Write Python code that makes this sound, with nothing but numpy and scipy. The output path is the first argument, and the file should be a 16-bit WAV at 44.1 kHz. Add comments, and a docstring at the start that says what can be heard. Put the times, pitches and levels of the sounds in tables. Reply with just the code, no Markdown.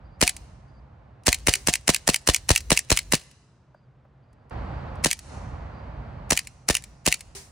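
"""Airsoft pistol on a lawn at dusk

A gas blowback pistol fires close to a stereo microphone: single shots and one fast string. Each shot is
a cycle: hammer, gas pop, slide at its rear stop, slide slamming shut, rebound. Trees scatter the cracks
back and pellets ring a distant target. Behind lie a faint insect and a low rush that swells twice."""
import sys
import numpy as np
from scipy import signal
from scipy.fft import rfft, irfft, next_fast_len
from scipy.io import wavfile
from scipy.ndimage import map_coordinates

SR = 44100
rng = np.random.default_rng(int(sys.argv[2]) if len(sys.argv) > 2 else 0)


def digitize_waveform(pressure):
    """Quantize a signal to 16-bit integers and store it at the path in sys.argv[1].

    Rows of a 2-D input are taken as channels; values are limited to [-1, 1].
    """
    field = np.atleast_2d(pressure).T
    bounded = np.clip(field, -1, 1)
    quanta = np.round(bounded * 32767).astype(np.int16)
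    wavfile.write(sys.argv[1], SR, quanta)


N = 331191
T = np.arange(SR // 3) / SR  # seconds within one event

# Each row: hammer fall in seconds, seconds until the slide is shut, relative levels in dB of gas charge,
# thump, barrel ring and sear scrape, then 1 if the slide locks open on the empty magazine.
SHOT_CYCLES = [(0.2135, 0.063, 0.5, -26, -27, -24, 0), (1.269, 0.059, 0, -23.5, -29.5, -19, 0),
               (1.4706, 0.067, -0.16, -23.5, -31.5, -23, 0), (1.6718, 0.066, -2, -32.5, -30.5, -26.5, 0),
               (1.8783, 0.067, 0.86, -30.5, -36.5, -25.5, 0), (2.0764, 0.067, -0.5, -33, -35.5, -22, 0),
               (2.2743, 0.071, .5, -22.5, -37.5, -25, 0), (2.4909, 0.069, 1.35, -18, -38, -26, 0),
               (2.704, 0.07, 1.5, -33, -38.5, -28.5, 0), (2.9029, .0699, 0, -21.5, -40.5, -22.5, 0),
               (3.1224, 0.064, -1.5, -41, -46, -23.5, 1), (5.0462, 0.066, -4, -35.5, -36, -16.5, 0),
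               (6.3081, 0.066, -3.5, -31.5, -39.5, -15, 0), (6.6871, 0.064, -2.5, -28.5, -39, -22.5, 0),
               (7.0638, 0.061, -2.5, -31.5, -37, -20.5, 0)]
# Trigger and handling ticks, then far knocks. Each row: start in seconds, relative level in dB.
HANDLING_TICKS = [(0.365, -34), (1.235, -56), (2.6046, -34), (3.3121, -50.5), (4.3297, -66),
                  (4.4963, -58.5), (4.9551, -57), (5.1903, -35), (6.471, -33.5), (6.8385, -34.5),
                  (7.207, -34.5)]
FAR_KNOCKS = [(3.743, -45.5), (4.048, -51.5)]
# Hits on the target. Each row: start in seconds, splash level in dB, ring level in dB.
PELLET_HITS = [(1.555, -44, -46), (7.35, -39.5, -42.5)]
# The insect's calls. Each row: start in seconds, length in seconds, level in dB.
INSECT_TRILLS = [(0.037, 0.19, -79), (0.67, 0.14, -78), (3.736, 0.12, -82), (4.222, 0.22, -87.5),
                 (4.53, .3, -76.5), (5.73, 0.13, -74)]
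# The breeze over the lawn. Each row: time in seconds, relative strength in dB.
BREEZE_STRENGTH = [(0, 2.5), (1.1, -0.5), (3.05, -6), (3.399, -15.5), (4.15, -10.5), (4.45, -3), (7.5, -2)]
# Louder spells of background. Each row: start, end and rise in seconds, rumble and rush lifts in dB.
SWELLS = [(4.505, 5.05, 0.0043, 20, 23), (5.187, 6.315, 0.15, 19.5, 19)]

# Broad spectra of the pistol's sounds. Each row: frequency in Hz, relative level in dB.
HAMMER_SPECTRUM = [(100, -32.5), (600, -2), (1300, -4.5), (2200, 0), (3400, -11.5), (5500, 0), (10000, 0),
                   (12000, -12.5), (15500, -13.5), (17000, -30)]
VENT_SPECTRUM = [(100, -18.5), (700, -4.5), (1400, -8), (1800, -2), (3400, -6.5), (5000, -1), (9500, -1.5),
                 (12000, -16.5), (15500, -15), (17000, -44.5)]
POP_SPECTRUM = [(40, -22.5), (150, 2.5), (260, -1), (370, -6), (600, -5.5), (780, -12), (980, -9.5),
                (1400, -20.5), (2500, -19.5), (6000, -58.5)]
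THUMP_SPECTRUM = [(15, -23), (40, 3), (70, 5.5), (130, 3.5), (230, -2.5), (600, -54.5)]
DRAUGHT_SPECTRUM = [(18, -33.5), (33, -16.5), (50, 5), (85, -5.5), (130, -18), (300, -25.5), (900, -52)]
SLAM_SPECTRUM = [(100, -28.5), (520, -26), (850, -9), (1300, -13.5), (1850, -10.5), (2500, -0.5),
                 (3300, -4), (5000, -0.5), (10000, 1.5), (12000, -8.5), (15500, -13.5), (17000, -32.5)]
SLIDE_RING_SPECTRUM = [(200, -44.5), (1200, -18), (2000, 0), (2900, -1), (3800, -14.5), (8000, -35)]
LOOSE_SPECTRUM = [(100, -44.5), (550, -25.5), (850, -16.5), (1300, -13.5), (1900, 0), (3400, -6),
                  (4500, -1), (10000, 0), (12000, -14), (15500, -12.5), (17000, -41.5)]
# Spectra of the sounds farther off. Each row: frequency in Hz, relative level in dB.
KNOCK_SPECTRUM = [(200, -38), (550, 11), (800, 1), (1200, 3), (1700, -5), (2500, -34), (8000, -42)]
RUMBLE_SPECTRUM = [(15, -47.5), (25, -29), (38, -8.5), (59, 0.5), (128, -6.5), (160, -11.5), (204, -13.5),
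                   (350, -31), (600, -78)]
RUSH_SPECTRUM = [(150, -28.5), (250, -2.5), (406, -7), (544, -2), (800, -2), (1110, -5), (2300, -17.5),
                 (3500, -28), (4690, -29), (5090, -35.5), (8130, -47), (12000, -71), (15600, -99),
                 (22000, -120)]
HUM_SPECTRUM = [(20, -46), (35, -24.5), (60, -3.5), (100, -6), (130, 6), (165, -8), (324, -16.5),
                (571, -19.5), (1420, -25.5), (2210, -34), (4520, -44.5), (9000, -58.5), (13000, -87)]

# Resonances of breech and hammer, and of the slide as it slams, rings and rattles loose.
# Each row: centre in Hz, width in Hz, dB over the broad spectrum.
BREECH_MODES = [(1820, 160, 1), (2860, 540, 6.5), (4020, 730, 4), (5950, 330, -2.5), (7560, 410, -5.5),
                (10400, 230, 0.5)]
SLAM_MODES = [(2420, 270, 1), (2500, 150, 7), (4273, 490, -1), (6350, 420, 3)]
SLIDE_RING_MODES = [(2260, 310, 15), (2650, 320, 13.5), (3050, 300, 10)]
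RATTLE_MODES = [(1850, 200, -3), (2250, 260, 1), (2980, 300, 0.5), (4540, 440, -2.5)]

# Echoes from the ground and the trees. Each row: frequency in Hz, seconds to fall 60 dB.
GROUND_DECAY = [(100, 0.073), (1000, 0.065), (6000, 0.089), (14000, 0.029)]
TREE_DECAY = [(100, .3), (700, 0.64), (2500, .95), (6000, 1.0), (10000, 0.72), (13000, 0.25)]
# Balance at the microphone. Each row: frequency in Hz, left minus right in dB.
PISTOL_BALANCE = [(60, 0), (200, -1.8), (380, -1.2), (700, -2), (1290, 1.6), (2380, 1.5), (4400, -0.5),
                  (15000, 0)]
BREEZE_BALANCE = [(60, -0.5), (600, -7), (3000, 3.0)]
# Phase at the microphone. Each row: frequency in Hz, radians by which left leads.
PISTOL_LEAD = [(60, .1), (300, .2), (650, .55), (1500, 0), (2500, .15), (4500, -.1), (6550, -.6),
               (15000, -1.1)]
BREEZE_LEAD = [(80, 0), (300, -0.024), (650, -1.0), (3000, -1.0)]

GAS_SHARE, REAR_SHARE = .178, .297  # shares of the cycle until gas leaves and the slide hits its stop


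def muzzle(ring_hz=775, pitch_rise=0.13, ring_t60=0.15, pop_db=11.5, crack_db=-14.5):
    """Gas leaves as one pressure pulse with a turbulent crack; the barrel rings and a draught follows."""
    puffs = [(s + GAS_SHARE * cycle, gas_db, thump_db, ring_db)
             for s, cycle, gas_db, thump_db, ring_db, *_ in SHOT_CYCLES]
    pop, thump = body(POP_SPECTRUM), body(THUMP_SPECTRUM)
    # the barrel's pitch climbs as air replaces the heavier gas
    pitch = ring_hz * (1 - pitch_rise * np.exp(-T / 0.049))
    ring = amp(-60 * T / ring_t60) * np.sin(2 * np.pi * np.cumsum(pitch) / SR)
    pulse = place((s + .0008, amp(pop_db + gas_db) * pop + amp(thump_db + 33.5) * thump)
                  for s, gas_db, thump_db, _ in puffs)
    barrel = place((s, amp(db + 1) * ring) for s, *_, db in puffs)
    crack = place((s, amp(crack_db + db) * burst(.00024, .0038, .026, apart=.98)) for s, db, *_ in puffs)
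    draught = place((s + .061, amp(db - 21.5) * burst(.03, .13, .3, apart=.02)) for s, _, db, _ in puffs)
    crack = through(crack, body(VENT_SPECTRUM, BREECH_MODES))
    return pulse + barrel + crack + through(draught, body(DRAUGHT_SPECTRUM))


def hammer(level_db=-11.5):
    """The trigger drags, the sear scrapes free, the hammer cracks on the valve and knocks the frame."""
    falls = [(s, scrape_db) for s, *_, scrape_db, _ in SHOT_CYCLES]
    swell = np.exp(-np.abs(T - .016) / 0.004)
    drag = place((s - .019, amp(db - 10) * swell * noise(0.27)) for s, db in falls)
    scrape = place((s - .0038, amp(db - 2) * burst(.00037, .0047, .0046)) for s, db in falls)
    # driven by a spring, the hammer always strikes equally hard
    crack = place((s, amp(level_db) * burst(.00027, .0022, .011, apart=.57)) for s, _ in falls)
    chatter = place((s, amp(level_db - 21) * burst(.0016, .0069, .025, apart=.3)) for s, _ in falls)
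    knock = place((s + .00084, amp(level_db + 7) * body(POP_SPECTRUM)) for s, _ in falls)
    steel = gritty(drag, depth_db=7) + scrape + crack + chatter
    return through(steel, body(HAMMER_SPECTRUM, BREECH_MODES)) + knock


def blowback(level_db=-16):
    """The slide hits its rear stop; spent gas hisses out of the breech while the parts rattle."""
    stops = [(s + REAR_SHARE * cycle, level_db + gas_db) for s, cycle, gas_db, *_ in SHOT_CYCLES]
    clack = place((s, amp(db) * burst(.0008, .0039, .023, apart=.36)) for s, db in stops)
    hiss = place((s, amp(db - 19.5) * burst(.0036, .026, .18, apart=.13)) for s, db in stops)
    knock = place((s + .002, amp(db + 10) * body(POP_SPECTRUM)) for s, db in stops)
    breech = gritty(clack, depth_db=2, rate=440) + gritty(hiss, depth_db=3, rate=250)
    return through(breech, body(VENT_SPECTRUM, BREECH_MODES)) + knock


def slide_return(slam_db=-10, rebound_db=-16.5, rebound_s=.0163, catch_s=.0095):
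    """A spring drags the slide along its rails to slam and rebound; when empty it only hits its catch."""
    slams, rebounds = [], []
    for s, cycle, gas_db, *_, locks_open in SHOT_CYCLES:
        force_db = 0.53 * gas_db  # more gas, harder return
        if locks_open:
            rebounds.append((s + REAR_SHARE * cycle + catch_s, rebound_db + force_db))
        else:
            slams.append((s + cycle, slam_db + force_db))
            rebounds.append((s + cycle + rebound_s, rebound_db + force_db))
    rails = place((s - .011, amp(db - 17) * burst(.003, .0064, .0091, apart=.25)) for s, db in slams)
    slam = place((s, amp(db) * burst(.00021, .00088, .011, apart=.09)) for s, db in slams)
    rattle = place((s, amp(db - 15.5) * burst(.002, .0035, .009, apart=.32)) for s, db in slams)
    rebound = place((s - .002, amp(db) * burst(.005, .0042, .013, apart=.063)) for s, db in rebounds)
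    loose = gritty(rails + rattle, depth_db=2, rate=440) + gritty(rebound, depth_db=2.5, rate=2400)
    ring = place((s, amp(db - 6.5) * burst(.00039, .0018, .012)) for s, db in slams)
    return (through(slam, body(SLAM_SPECTRUM, SLAM_MODES))
            + through(ring, body(SLIDE_RING_SPECTRUM, SLIDE_RING_MODES))
            + through(loose, body(LOOSE_SPECTRUM, RATTLE_MODES)))


def jiggle(count=6, span_s=0.13, level_db=-29, spread_db=4, settle_db_per_s=170):
    """Slide and magazine tick at random while the pistol recoils and settles."""
    ticks = []
    for s, cycle, *_ in SHOT_CYCLES:
        for late in span_s * rng.random(count):
            db = level_db - settle_db_per_s * late + spread_db * rng.standard_normal()
            ticks.append((s + REAR_SHARE * cycle + late, amp(db) * burst(.00033, .00062, .008, apart=.2)))
    return through(place(ticks), body(LOOSE_SPECTRUM, RATTLE_MODES))


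def handling():
    """Trigger and loose parts tick in the hand, close to the microphone."""
    ticks = place((s, amp(db) * burst(.00045, .0015, .024)) for s, db in HANDLING_TICKS)
    return through(ticks, body(LOOSE_SPECTRUM, RATTLE_MODES))


def scatter(x, decay, build_s, apart):
    """Diffuse echo off ground or trees, new for each shot; each frequency dies at its own speed."""
    hz, t, frames = signal.stft(noise(apart, size=SR), SR, nperseg=256)
    fade = amp(-60 * t / along(decay, hz)[:, None]) * (1 - np.exp(-t / build_s))
    edges = [round((s - .03) * SR) for s, *_ in SHOT_CYCLES] + [N]
    echoes = []
    for start, end in zip(edges, edges[1:]):
        shifted = np.roll(frames, rng.integers(len(t)), axis=-1)
        _, tail = signal.istft(shifted * fade, SR, nperseg=256)
        echo = signal.fftconvolve(x[:, start:end], tail / np.linalg.norm(tail[0]), axes=1)
        echoes.append((start / SR, echo[:, :N - start]))
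    return place(echoes)


def target(ring_hz=393, t60=0.22):
    """Pellets strike far across the lawn: a bright splash and one hollow ring."""
    splash = place((s, amp(db) * burst(.00098, .014, .37, apart=.94)) for s, db, _ in PELLET_HITS)
    tone = np.sin(2 * np.pi * ring_hz * T)
    ring = place((s, amp(db - 60 * T / t60) * tone) for s, _, db in PELLET_HITS)
    return through(splash, body(VENT_SPECTRUM)) + ring


def far_knocks():
    """Soft, dull knocks in the distance."""
    knocks = place((s, amp(db - 3.5) * burst(.0019, .0054, .025)) for s, db in FAR_KNOCKS)
    return through(knocks, body(KNOCK_SPECTRUM))


def insect(pitches_hz=(4600, 4745, 4880), pips_per_s=11, waver_hz=14):
    """Faint trills of a few short pips on three close pitches."""
    t = np.arange(N) / SR
    trills = place((s, amp(db) * np.clip(np.minimum(T, length - T) / .015, 0, 1))
                   for s, length, db in INSECT_TRILLS)
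    song = 0
    for hz in pitches_hz:
        level = amp(2.2 * wobble(4))
        pips = np.sin(np.pi * (pips_per_s * t + rng.random())) ** 4
        tone = np.sin(2 * np.pi * np.cumsum(hz + waver_hz * wobble(90)) / SR)
        song += level * pips * tone
    return trills * unit(song)


def breeze(rumble_lift_db, rush_lift_db):
    """One breeze drives a rumble and a rush, to the right of the microphone."""
    breeze_db = np.interp(np.arange(N) / SR, *np.transpose(BREEZE_STRENGTH))
    rumble_db = -51 + 1.25 * breeze_db + rumble_lift_db + 1.1 * wobble(7.5)
    rumble = amp(rumble_db) * bed(RUMBLE_SPECTRUM, apart=.02)
    rush = amp(-60 + breeze_db + rush_lift_db) * bed(RUSH_SPECTRUM, apart=.5)
    return at_microphone(rumble + rush, BREEZE_BALANCE, BREEZE_LEAD)


def swell_lifts(sag_per_s=0.19, fall_s=0.077):
    """Lifts of rumble and rush in dB: each swell rises, sags slowly and drops away."""
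    t = np.arange(N) / SR
    rumble_db = rush_db = 0
    for start, end, rise, low_db, high_db in SWELLS:
        gate = np.clip(np.minimum((t - start) / rise, 1 - (t - end) / fall_s), 0, 1)
        shape = gate * (1 - sag_per_s * (t - start))
        rumble_db += low_db * shape
        rush_db += high_db * shape
    return rumble_db, rush_db


def far_hum():
    """A steady low hum of noise, far behind everything."""
    return amp(-57.5) * bed(HUM_SPECTRUM, apart=.023)


def amp(db):
    """Decibels to gain."""
    return 10 ** (np.asarray(db) / 20)


def unit(x):
    """Scale to rms 1."""
    return x / np.sqrt(np.mean(x ** 2) + 1e-20)


def along(points, hz):
    """Read (Hz, value) points on a log axis."""
    f, v = np.transpose(points)
    return np.interp(np.log(hz + 1), np.log(f + 1), v)


def filtered(x, response):
    """Filter x by a complex response of frequency."""
    size = next_fast_len(N + SR // 2, True)
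    return irfft(rfft(x, size) * response(np.fft.rfftfreq(size, 1 / SR)), size)[..., :N]


def body(spectrum, modes=(), size=8192):
    """Causal impulse response of energy 1: a broad spectrum with resonances on top."""
    hz = np.fft.rfftfreq(size, 1 / SR)
    peaks = sum(amp(db) ** 2 / (1 + (2 * (hz - centre) / width) ** 2) for centre, width, db in modes)
    cepstrum = irfft(np.log(amp(along(spectrum, hz)) * np.sqrt(1 + peaks)))
    cepstrum[1:size // 2] *= 2  # fold to minimum phase
    cepstrum[size // 2:] = 0
    response = irfft(np.exp(rfft(cepstrum)))
    return response / np.linalg.norm(response)


def through(x, response):
    """Convolve both channels."""
    return signal.oaconvolve(x, np.atleast_2d(response), axes=1)[:, :N]


def noise(apart, size=len(T)):
    """White stereo noise; apart is the share of power that each channel has alone."""
    shared = np.sqrt(1 - apart) * rng.standard_normal(size)
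    return shared + np.sqrt(apart) * rng.standard_normal((2, size))


def bed(spectrum, apart):
    """Steady stereo noise of rms 1 with the given spectrum."""
    return unit(filtered(noise(apart, size=N), lambda hz: amp(along(spectrum, hz))))


def burst(rise, hold, t60, apart=0.085):
    """Noise that swells, holds and dies away (times in seconds)."""
    return noise(apart) * np.minimum(T / rise, 1) * amp(-60 * np.maximum(T - hold, 0) / t60)


def wobble(rate):
    """A smooth random curve, rate knots a second."""
    knots = rng.standard_normal(int(N * rate / SR) + 4)
    return map_coordinates(knots, [np.arange(N) * rate / SR], order=2)


def gritty(x, depth_db, rate=450):
    """Metal parts catch and slip: the level jumps about rate times a second."""
    return x * unit(amp(depth_db * wobble(rate)))


def place(events):
    """Sum (seconds, sound) pairs on a stereo track."""
    track = np.zeros((2, N + SR))
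    for s, sound in events:
        track[:, max(round(s * SR), 0):][:, :sound.shape[-1]] += sound
    return track[:, :N]


def at_microphone(x, balance, lead):
    """Level and phase differences between the two microphone ports."""
    sides = np.array([[.5], [-.5]])
    return filtered(x, lambda hz: amp(sides * along(balance, hz)) * np.exp(1j * sides * along(lead, hz)))


def scene():
    """The pistol up close, its scatter off the ground, the blast's echo from the trees, and the garden."""
    blast = hammer() + muzzle() + blowback()
    pistol = blast + slide_return() + handling() + jiggle()
    rumble_lift_db, rush_lift_db = swell_lifts()
    ground = amp(-19) * scatter(pistol, GROUND_DECAY, build_s=.0074, apart=.26)
    # the far echo swells with the rush
    trees = amp(-33 + 0.73 * rush_lift_db) * scatter(blast, TREE_DECAY, build_s=.04, apart=.35)
    close = at_microphone(pistol + ground, PISTOL_BALANCE, PISTOL_LEAD)
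    distant = trees + target() + far_knocks()
    return close + distant + insect() + breeze(rumble_lift_db, rush_lift_db) + far_hum()


def record(dry, bass_delay_s=.0075, corner_hz=262, ceiling=0.72, top_hz=16100):
    """The microphone delays the bass, so pops chirp downwards; peaks are rounded and the top is cut."""
    x = filtered(dry, lambda hz: np.exp(-2j * np.pi * bass_delay_s * corner_hz * np.arctan(hz / corner_hz)))
    rounded = x / (1 + (x / ceiling) ** 4) ** (1 / 4)
    return filtered(rounded, lambda hz: 1 / np.sqrt(1 + (hz / top_hz) ** 160))


dry = scene()
out = record(dry)
digitize_waveform(out)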